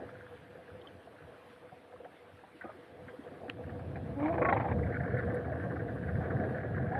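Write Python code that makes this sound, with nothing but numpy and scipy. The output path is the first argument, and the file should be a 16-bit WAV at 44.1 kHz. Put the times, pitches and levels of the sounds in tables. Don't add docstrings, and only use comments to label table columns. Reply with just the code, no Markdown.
import sys
import numpy as np
from scipy import signal
from scipy.fft import rfft, irfft, next_fast_len
from scipy.io import wavfile
from scipy.ndimage import uniform_filter1d, map_coordinates

SR = 44100
rng = np.random.default_rng(int(sys.argv[2]) if len(sys.argv) > 2 else 0)


def unload_audio(sound):
    columns = np.transpose(np.atleast_2d(sound))
    steps = np.round(np.clip(columns, -1, 1) * 32767)
    wavfile.write(sys.argv[1], SR, steps.astype(np.int16))


def gain_from_db(level_db):
    decades = np.asarray(level_db, float) / 20
    return 10 ** decades


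N = 308259

# frequency in Hz, level in dB per Hz.
HISS_TONE = [(300, -29.5), (800, 2), (2000, -3.5), (3200, -10.5), (4000, -15), (5000, -23.5), (7000, -32.5),
             (8200, -27), (9600, -22.5), (10500, -26.5), (12800, -27.5)]
# frequency in Hz, gain in dB.
HOUSING = [(25, -23), (45, -8), (70, 1.5), (2300, -4.5), (2800, -8), (4000, -7), (7000, -29), (13000, -37)]
# time in seconds, level in dB.
AIR = [(0, -59), (.5, -61), (1.4, -69), (2.5, -71.5), (3.35, -60.5), (3.7, -44.5), (4.3, -40.5),
       (4.85, -34), (5.15, -37.5), (5.7, -40), (6.05, -36), (6.55, -38.5), (6.99, -36)]
# peak time in seconds, dB over the air.
PUFFS = [(.04, 7.5), (.27, 1), (.43, 0), (.74, 8), (.95, 10.5), (1.26, 15), (1.99, 12), (2.35, 10),
         (2.67, 5.5), (3.04, 12), (3.52, -4.5), (3.76, -1.5), (3.88, 3), (4.11, 4), (4.3, 4.5), (4.75, 1.5),
         (4.979, 1.5), (5.37, 0), (6.38, 2.5), (6.851, 3.5)]
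# frequency in Hz, level in dB per Hz.
RUMBLE_TONE = [(15, -56.5), (25, -35.5), (63, -9), (86, 2), (129, 0), (300, -12.5), (390, -48.5),
               (660, -120)]
# time in seconds, shaking in dB.
ROAD = [(0.0, -46), (0.31, -57), (0.89, -52), (1.52, -58.5), (2.59, -58.5), (3.33, -51), (3.5, -50),
        (3.79, -47), (4.21, -45), (4.36, -36.5), (4.44, -33), (4.76, -41), (5.25, -38.5), (5.57, -40.5),
        (6.07, -42), (6.44, -37.5), (6.66, -41.5), (6.99, -39)]
# frequency in Hz, width in Hz, level in dB.
DECK_MODES = [(285, 77, -5.5), (490.3, 32.8, 2.5), (677.7, 94, -3), (1192, 150, -11.5)]
# frequency in Hz, level in dB per Hz.
ROLLING_TONE = [(88, -35.5), (150, -7), (323, -1.5), (490, -2.5), (729, -3.5), (974, -18.5), (1300, -19),
                (1690, -58), (2860, -120)]
# time in seconds, blocks per second, grip in dB.
TREAD = [(0, 177, -48.5), (.3, 180, -54.5), (1.5, 146, -56.5), (2.2, 120, -63.5), (2.6, 129, -57),
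         (3.6, 96, -54.5), (4.2, 145, -53), (4.9, 195, -51), (5.15, 215, -46), (6.0, 256, -48),
         (6.99, 230, -45)]
# frequency in Hz, width in Hz, level in dB.
TYRE_MODES = [(1620, 370, 8), (2020, 180, -7.5)]
# start in seconds, peak in dB, pitch in Hz.
TICKS = [
    (2.0453, -56, 2900),
    (3.4979, -28, 2630),
    (3.4981, -41, 3280),
    (3.498, -59, 7600),
    (3.498, -64, 11500),
    (3.4992, -31, 1400),
    (3.4982, -44, 1900),
    (3.4981, -56, 4440),
    (3.5, -48, 2500),
    (4.5291, -44.5, 3140),
]
# start in seconds, peak in dB, pitch in Hz.
CHIRPS = [
    (0.8138, -54, 3100),
    (0.814, -58, 3700),
    (0.8195, -55, 3280),
    (0.872, -42, 3150),
    (0.8722, -58, 3550),
    (0.884, -56, 3050),
    (3.237, -55, 3170),
]
# start in seconds, peak in dB, pitch in Hz.
SPRAY = [(3.4979, -42, 3200), (4.5266, -59, 10200), (4.5291, -40.5, 3300), (4.54, -43, 3200),
         (4.495, -42, 3200), (3.958, -54, 4000), (3.787, -59, 4400), (5.35, -53, 3800), (5.1726, -59, 9420),
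         (5.1861, -49, 3700), (5.3423, -50.5, 10170), (5.9494, -61, 9760)]
# time in seconds, first order in Hz, load in dB.
WHINE = [
    (4.15, 274, -58),
    (4.168, 277, -37),
    (4.21, 287, -33),
    (4.24, 300, -31),
    (4.285, 322, -31),
    (4.305, 338, -37),
    (4.335, 340, -44),
    (4.42, 325, -38),
    (4.5, 322, -50),
]
ORDER_DB = [3, -6, -10]
# time in seconds, pitch in Hz, level in dB.
SINGING = [
    [(4.41, 1125, -55), (4.42, 1115, -33), (4.434, 1105, -34), (4.444, 1105, -50), (4.46, 1105, -31),
     (4.478, 1097, -34), (4.488, 1094, -37), (4.5, 1092, -33), (4.514, 1085, -33), (4.524, 1083, -50)],
    [(6.9, 690, -52), (6.918, 719, -34), (6.94, 760, -38), (6.955, 775, -31), (6.97, 805, -36),
     (7.0, 815, -37)],
]
# start in seconds, peak in dB, pitch in Hz.
FRAME_BUMPS = [(.848, -48, 1136), (1.113, -50, 632), (1.719, -43, 738), (1.721, -49.5, 158),
               (2.053, -41.5, 725), (2.434, -45, 776), (2.546, -45.5, 315), (2.64, -41, 237),
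               (2.6479, -42, 1230), (2.689, -38, 630), (2.61, -42, 1550), (2.625, -43, 1490),
               (2.675, -45, 1270), (2.695, -43, 1230), (2.645, -39, 333), (3.085, -46, 1596),
               (3.96, -39, 780), (2.746, -46, 362), (3.01, -51.5, 103.6), (3.188, -41.5, 270),
               (3.07, -43, 263), (3.319, -43, 257), (3.43, -38.5, 662), (3.482, -34, 281),
               (3.562, -45, 285), (3.747, -35, 234.6), (4.02, -33, 261), (4.34, -33, 330),
               (4.405, -27, 604), (4.39, -31, 495), (1.07, -47, 670), (1.27, -48, 650), (1.925, -46, 740),
               (1.715, -48, 590), (6.249, -37, 257), (6.39, -28.5, 205.2), (3.895, -35.5, 249.5),
               (6.962, -34, 560), (6.205, -33, 745)]
# start in seconds, peak in dB.
DECK_BUMPS = [(.025, -40), (.07, -41), (.105, -43), (.455, -46), (.5, -46), (.88, -46), (.975, -48),
              (1.15, -48), (1.2, -48), (1.375, -48), (1.455, -45), (1.765, -46), (1.845, -48), (2.03, -45),
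              (.155, -37.5), (.745, -37.5), (.785, -43.5), (1.415, -47.5), (2.78, -39), (0.222, -39),
              (0.331, -46), (0.55, -40), (.609, -47.5), (0.683, -43.5), (1.031, -59), (1.273, -38),
              (1.529, -45), (1.645, -45), (1.934, -39), (1.999, -38), (2.13, -46.5), (2.221, -57),
              (2.646, -41), (2.892, -38.5), (2.995, -50), (3.081, -44), (3.133, -38.5), (3.262, -37),
              (3.408, -42), (3.616, -36.5), (3.963, -41)]
# start in seconds, peak in dB, pitch in Hz.
STRIKES = [(4.4145, -24, 660), (4.4525, -25, 1700), (4.4895, -25, 620), (4.5254, -14.5, 810),
           (4.5256, -21, 1900), (4.5258, -23, 1350), (4.531, -29, 570), (2.0455, -50, 1150),
           (2.0457, -52, 2300), (4.5665, -28, 600), (4.552, -38, 2100), (6.9512, -26, 1720),
           (6.9185, -35, 1630)]
# time in seconds, level in dB.
CLATTER = [
    (4.15, -50.5),
    (4.242, -37.5),
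    (4.368, -40),
    (4.45, -38.5),
    (4.562, -34),
    (4.72, -37),
    (4.765, -60),
]
# frequency in Hz, level in dB per Hz.
LOOSE_TONE = [(500, -26.5), (800, 3.5), (1150, -7), (1400, -14.5), (2300, -15), (2700, -27), (3600, -32.5),
              (5000, -61)]
# start in seconds, peak in dB, rattle in Hz, thud in dB over the peak.
RAISED_JOINTS = [(0.0894, -47.5, 1396, 4), (2.0455, -46, 1660, 8), (2.609, -36, 1625, -17),
                 (2.6384, -44.5, 2100, 12.5), (2.665, -47, 1500, 4), (2.693, -43, 1200, -9),
                 (2.715, -52, 1270, -8), (3.08, -38.5, 1684, -15), (3.27, -51, 1570, 8),
                 (3.4802, -42, 1620, 6), (3.49, -37, 1650, -5), (3.636, -49, 1630, 0),
                 (3.692, -43, 1520, -8), (3.7896, -40.5, 1393, 4), (3.955, -39.5, 2060, 4),
                 (4.186, -51, 1100, 10), (4.1989, -50, 1640, 8.5), (4.2272, -45.5, 1580, 12),
                 (4.2567, -42.5, 1790, 8.5), (4.281, -37.5, 1687, 4), (4.3259, -44.5, 1633, 5),
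                 (4.339, -40.5, 1510, 7), (4.3784, -38.5, 1555, 10), (4.4155, -22, 1187, 0.5),
                 (4.448, -21, 1634, 0), (4.4856, -22.5, 1800, 0), (4.5242, -29, 1206, 4),
                 (4.563, -27.5, 1870, -4), (4.5985, -36, 1900, 4), (4.6054, -32.5, 1720, 6),
                 (4.6443, -38, 1440, 6), (4.682, -43, 1480, 8), (4.7127, -34, 1603, -4)]
# start in seconds, peak in dB, rattle in Hz.
SLOW_JOINTS = [(0.0889, -44, 1430), (0.1534, -43, 1476), (0.2063, -44.5, 1480), (0.264, -44, 1610),
               (0.324, -47.5, 1510), (0.3687, -49, 1390), (0.3982, -53, 1410), (0.4356, -54, 1510),
               (0.4585, -57, 1560), (0.5074, -50, 1370), (0.5481, -47, 1490), (0.6082, -56, 1620),
               (0.678, -47, 1670), (0.701, -47, 1460), (0.7504, -52, 1530), (0.888, -52, 1640),
               (1.181, -49, 1570), (1.2203, -50, 1530), (1.2986, -54, 1520), (1.337, -49, 1470),
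               (1.4957, -51, 1586), (1.56, -52, 1460), (1.6907, -50, 1440), (1.9204, -50, 1550),
               (1.9596, -47, 1270), (2.0449, -50, 1660), (2.2866, -55, 1500), (2.3502, -54, 1220),
               (2.3901, -50, 1580), (2.5694, -60, 1470)]
# time of the jolt in seconds, peak in dB, rattle in Hz.
EVEN_JOINTS = [(4.791, -42, 1540), (4.831, -38.5, 2038), (4.866, -36, 1620), (4.922, -37, 1810),
               (4.9443, -30.5, 1616), (4.9632, -32.5, 1460), (5.0025, -31, 1650), (5.0363, -35, 1527),
               (5.0758, -37, 1584), (5.106, -33.5, 1633), (5.1395, -36, 1560), (5.1716, -29, 1726),
               (5.1893, -26.5, 1650), (5.2297, -36.5, 1406), (5.2737, -41, 1640), (5.2993, -37, 1673),
               (5.3422, -37.5, 1710), (5.3672, -35.5, 1564), (5.4475, -39, 1490), (5.5186, -39.5, 1600),
               (5.529, -37, 1623), (5.5566, -42, 1580), (5.5976, -37, 1550), (5.6359, -37.5, 1643),
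               (5.7037, -37, 1610), (5.761, -34.5, 1488), (5.7964, -36, 1654), (5.883, -41, 1733),
               (5.9714, -38.5, 1510), (6.0286, -40.5, 1583), (6.0745, -42, 1786), (6.0899, -34.5, 1630),
               (6.1512, -37, 1650), (6.203, -46, 1485), (6.2225, -42, 1421), (6.2339, -37, 1620),
               (6.2532, -37, 1458), (6.3076, -29.5, 1520), (6.363, -39, 1620), (6.3974, -37, 1590),
               (6.433, -41, 1500), (6.4512, -37, 1567), (6.4923, -39, 1740), (6.547, -37.5, 1686),
               (6.5796, -35, 1580), (6.6036, -35.5, 1726), (6.635, -35, 1640), (6.656, -40, 1651),
               (6.682, -41, 1628), (6.7245, -46, 1550), (6.7418, -43, 1460), (6.7602, -38, 1750),
               (6.7795, -31.5, 1580), (6.8157, -39, 1710), (6.863, -39, 1596), (6.878, -40.5, 1516),
               (4.8955, -41, 1500), (5.055, -36, 1600), (5.122, -36, 1500), (6.976, -35, 1650),
               (6.9185, -34, 1596), (6.9518, -34, 1700)]
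# start in seconds, peak in dB, pitch in Hz.
KNOCKS = [(4.599, -27, 667), (4.708, -26, 493), (4.783, -33, 638), (4.807, -30, 483), (4.849, -32, 641),
          (4.895, -29, 460), (4.974, -39, 460), (5.001, -28.5, 650), (5.078, -30, 474), (5.105, -36, 643.4),
          (5.136, -26, 494), (5.245, -29, 499.4), (5.332, -30.5, 490), (5.366, -28.5, 450),
          (5.516, -28, 614), (5.576, -39, 494), (5.629, -32, 601), (5.66, -29.5, 540), (5.703, -29.5, 510),
          (5.748, -33.5, 705), (5.768, -36, 454), (5.815, -33, 470), (5.863, -30.5, 450),
          (5.92, -45, 491.4), (5.96, -39, 503), (6.054, -30.5, 473), (6.14, -32, 507), (6.272, -29, 438),
          (6.311, -29.5, 503), (6.348, -32.5, 689), (6.472, -31, 465), (6.5, -32, 493), (6.543, -30, 470),
          (6.601, -37, 503), (6.711, -35, 630), (6.733, -30, 500), (6.793, -31, 687.5), (6.875, -32, 669.4),
          (6.93, -34, 520), (4.725, -28, 560), (4.855, -32, 490), (5.045, -32, 490), (5.16, -30, 500),
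          (5.185, -29, 495), (4.92, -32, 700)]
# start in seconds, peak in dB, pitch in Hz.
PANEL_TAPS = [(4.7818, -46, 1130), (4.8596, -50, 1010), (4.9287, -42, 1217), (5.041, -46, 1140),
              (5.0776, -45, 1096), (5.1494, -47, 1150), (5.196, -44, 1106), (5.2396, -48, 1110),
              (5.273, -49, 1290), (5.4073, -44, 1196), (5.4472, -50, 1135), (5.4867, -48, 1080),
              (5.5297, -41, 1090), (5.5934, -50, 1260), (5.636, -40.5, 1090), (5.7104, -43, 1110),
              (5.761, -44, 1236), (5.9556, -44, 1140), (6.1392, -56, 980), (6.2265, -47, 1260),
              (6.3078, -43, 1120), (6.3457, -49, 1020), (6.5617, -50, 1180), (6.628, -44, 1142),
              (6.7646, -41, 1110), (6.9259, -39, 980)]


def unit(x):
    return x / np.sqrt(np.mean(x ** 2) + 1e-20)


def along(points, hz):
    f, value = np.transpose(points)
    return np.interp(np.log(hz + 1), np.log(f + 1), value)


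def curves(rows):
    s, *columns = np.transpose(rows)
    t = np.arange(N) / SR
    return [np.interp(t, s, column) for column in columns]


def gate(rows, fade_s):
    t = np.arange(N) / SR
    nearest_end = np.minimum(t - rows[0][0], rows[-1][0] - t)
    return np.clip(nearest_end / fade_s, 0, 1)


def wobble(rate):
    knots = rng.standard_normal(int(N * rate / SR) + 400)
    return map_coordinates(knots, [np.arange(N) * rate / SR])


def filtered(x, response):
    m = next_fast_len(N + SR // 2)
    hz = np.fft.rfftfreq(m, 1 / SR)
    return irfft(rfft(x, m) * response(hz), m)[:N]


def resonances(modes):
    def response(f):
        total = 0
        for k, (centre, width, db) in enumerate(modes):
            damping = 1j * f * width
            total = total + (-1) ** k * gain_from_db(db) * damping / (centre ** 2 - f ** 2 + damping)
        return total
    return response


def rush(spectrum, patchy_db):
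    z = signal.stft(rng.standard_normal(N), nperseg=512)[2]
    patches = uniform_filter1d(rng.standard_normal(z.shape), size=4, axis=0)
    patches = uniform_filter1d(patches, size=8, axis=1)
    noise = signal.istft(z * gain_from_db(patchy_db * unit(patches)), nperseg=512)[1][:N]
    return unit(filtered(noise, lambda hz: gain_from_db(along(spectrum, hz))))


def bursts(rows, rise, t60, width, noisy, hold=0):
    out = np.zeros(N + SR)
    t = np.arange(SR // 14) / SR
    smooth = signal.butter(7, width * 500, fs=SR, output="sos")
    shake = [1, 1j] @ signal.sosfilt(smooth, rng.standard_normal((2, 3 * SR)))
    shake = shake / shake.real.std()
    shape = (1 - np.exp(-t / rise)) ** 2 * gain_from_db(-60 * np.maximum(t - hold, 0) / t60)
    shape = shape / shape.max()
    for s, db, hz in rows:
        at = rng.uniform(400, 2 * SR) + t * SR * hz / 1000
        first, last = int(at[0]), int(at[-1]) + 2
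        noise = np.interp(at, np.arange(first, last), shake[first:last])
        tone = np.exp(2j * np.pi * hz * t)
        wave = (tone * (1 - noisy + noisy * noise)).imag
        out[round(s * SR):][:len(t)] += gain_from_db(db) * wave * shape
    return out[:N]


def crossings():
    return np.sort([row[0] for row in RAISED_JOINTS + EVEN_JOINTS + SLOW_JOINTS])


def since_joint(joint_s):
    t = np.arange(N) / SR
    return t - np.append(-1, joint_s)[np.searchsorted(joint_s, t)]


def hiss():
    level_db = -62.5 + 0.44 * wobble(4.08) + 0.66 * wobble(14)
    return gain_from_db(level_db) * rush(HISS_TONE, patchy_db=2.0)


def wind():
    t = np.arange(N) / SR
    puff_s = .04
    puffs_db = sum(db * np.exp(-((t - s) / puff_s) ** 2) for s, db in PUFFS)
    lumps = gain_from_db(1.6 * wobble(14) + 0.26 * wobble(45))
    return gain_from_db(curves(AIR)[0] + puffs_db) * unit(lumps * rush(RUMBLE_TONE, patchy_db=0.0))


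def grit():
    ticks = bursts(TICKS, rise=.0004, t60=0.007, width=0.6, noisy=0.45)
    chirps = bursts(CHIRPS, rise=.0008, t60=.014, width=.2, noisy=.2)
    spray = bursts(SPRAY, rise=0.00055, t60=0.07, width=0.52, noisy=0.43)
    return ticks + chirps + gain_from_db(-11.5) * spray


def deck():
    shaking = gain_from_db(2.6 * wobble(25)) * rng.standard_normal(N)
    ringing = unit(filtered(shaking, lambda f: resonances(DECK_MODES)(f) ** 2))
    rolling = rush(ROLLING_TONE, patchy_db=2.5)
    level_db = curves(ROAD)[0] + 1.5 + 0.45 * wobble(9) + 1.7 * wobble(28)
    return gain_from_db(level_db) * unit(0.7 * ringing + 0.8 * rolling)


def tyres(joint_s):
    blocks_per_s, grip_db = curves(TREAD)
    turns = np.cumsum(blocks_per_s * (1 + .03 * wobble(25))) / SR
    slaps = np.diff(np.floor(turns), prepend=0) * gain_from_db(3 * rng.standard_normal(N))
    scrub = (.5 + .5 * np.cos(2 * np.pi * turns)) ** 3 * rng.standard_normal(N)
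    pressed = uniform_filter1d(np.exp(-(since_joint(joint_s) / 0.027) ** 2), size=200)
    load = gain_from_db(1.5 * wobble(30) + 5.5 * pressed)
    contact = load * (.5 * unit(slaps) + 0.87 * unit(scrub))
    buzz = filtered(contact, lambda f: resonances(TYRE_MODES)(f) ** 2)
    road_share = 0.42
    level_db = grip_db + road_share * (curves(ROAD)[0] + 46) - 4 + 0.73 * wobble(11.0)
    return gain_from_db(level_db) * unit(buzz)


def motor():
    boom_hz, boom_width_hz, boom_db = 682, 22, 18
    hz, load_db = curves(WHINE)
    phase = 2 * np.pi * np.cumsum(hz * (1 + .018 * wobble(80))) / SR
    groan = np.zeros(N)
    for order, order_db in enumerate(ORDER_DB, start=1):
        swell_db = boom_db / (1 + ((order * hz - boom_hz) / boom_width_hz) ** 2)
        level_db = load_db + order_db + swell_db - .5 + 2.2 * wobble(50)
        groan += gain_from_db(level_db) * np.sin(order * phase)
    return gate(WHINE, .02) * groan


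def singing_panel():
    out = np.zeros(N)
    for rows, unsteady in zip(SINGING, (.006, .02)):
        hz, db = curves(rows)
        flutter = gain_from_db(db + 4.5 + 2 * wobble(55))
        phase = 2 * np.pi * np.cumsum(hz * (1 + unsteady * wobble(160))) / SR
        out += gate(rows, 0.0062) * flutter * np.sin(phase)
    return out


def jolts():
    bumps = bursts(FRAME_BUMPS, rise=0.0043, t60=0.066, width=0.76, noisy=0.3)
    deck_rows = [(s, db, 494) for s, db in DECK_BUMPS]
    rings = bursts(deck_rows, rise=.004, t60=.11, width=.15, noisy=.25, hold=.008)
    strikes = bursts(STRIKES, rise=.0006, t60=.022, width=.5, noisy=.25, hold=.0015)
    return bumps + gain_from_db(-3) * rings + strikes


def shaken_parts(joint_s):
    settling_db = np.clip(6 - 450 * since_joint(joint_s), -11, 9)
    settling_db = uniform_filter1d(settling_db, size=150)
    level = gain_from_db(curves(CLATTER)[0] + settling_db)
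    return gate(CLATTER, 0.055) * level * rush(LOOSE_TONE, patchy_db=3.0)


def raised_joints():
    s, db, hz, thud_db = np.transpose(RAISED_JOINTS)
    loose_db = db - 7 * (s < CLATTER[0][0])
    clatter_hz = 2000 * gain_from_db(.2 * rng.standard_normal(len(s)))
    thud_hz = 630 * gain_from_db(.6 * rng.standard_normal(len(s)))
    rattle = bursts(zip(s, db - 5.5, hz), rise=0.001, t60=0.071, width=0.5, noisy=0.88, hold=0.0036)
    crack = bursts(zip(s, loose_db - 11.5, np.full_like(s, 1680)),
                   rise=.0011, t60=0.034, width=.95, noisy=1, hold=.014)
    clatter = bursts(zip(s, loose_db - 12, clatter_hz),
                     rise=0.0014, t60=0.076, width=0.41, noisy=0.77, hold=.005)
    thud = bursts(zip(s, db + thud_db - 7.5, thud_hz), rise=0.0035, t60=0.09, width=0.45, noisy=0.89)
    return rattle + crack + clatter + thud


def even_joints():
    s, db, hz = np.transpose(EVEN_JOINTS)
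    edge_s = s - .008
    rough_end_s, settle_s = 4.754, 0.36
    clatter_db = db - 16 + 11 * np.exp((rough_end_s - s) / settle_s)
    buzz = bursts(zip(edge_s, db, hz), rise=.003, t60=0.055, width=.32, noisy=0.67, hold=.014)
    slow = bursts(SLOW_JOINTS, rise=.0012, t60=0.036, width=.35, noisy=0.54, hold=0.0025)
    clatter = bursts(zip(edge_s, clatter_db, np.full_like(s, 2020)),
                     rise=0.0046, t60=0.037, width=0.26, noisy=0.83, hold=0.012)
    knocks = bursts(KNOCKS, rise=0.0024, t60=0.057, width=0.26, noisy=0.35, hold=.01)
    taps = bursts(PANEL_TAPS, rise=.003, t60=.07, width=.2, noisy=.6, hold=.01)
    return gain_from_db(-4.5) * buzz + gain_from_db(-2) * slow + clatter + gain_from_db(-2.5) * knocks + gain_from_db(-0.4) * taps


def scene():
    joint_s = crossings()
    ride = wind() + deck() + tyres(joint_s) + motor() + singing_panel()
    ride += jolts() + shaken_parts(joint_s) + raised_joints() + even_joints()
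    muffled = filtered(ride, lambda hz: gain_from_db(along(HOUSING, hz)))
    return (muffled + grit() + hiss())[None]


def roll_off(x):
    return signal.sosfilt(signal.butter(12, 12780, fs=SR, output="sos"), x)


def record(dry):
    return roll_off(dry)


dry = scene()
out = record(dry)
unload_audio(out)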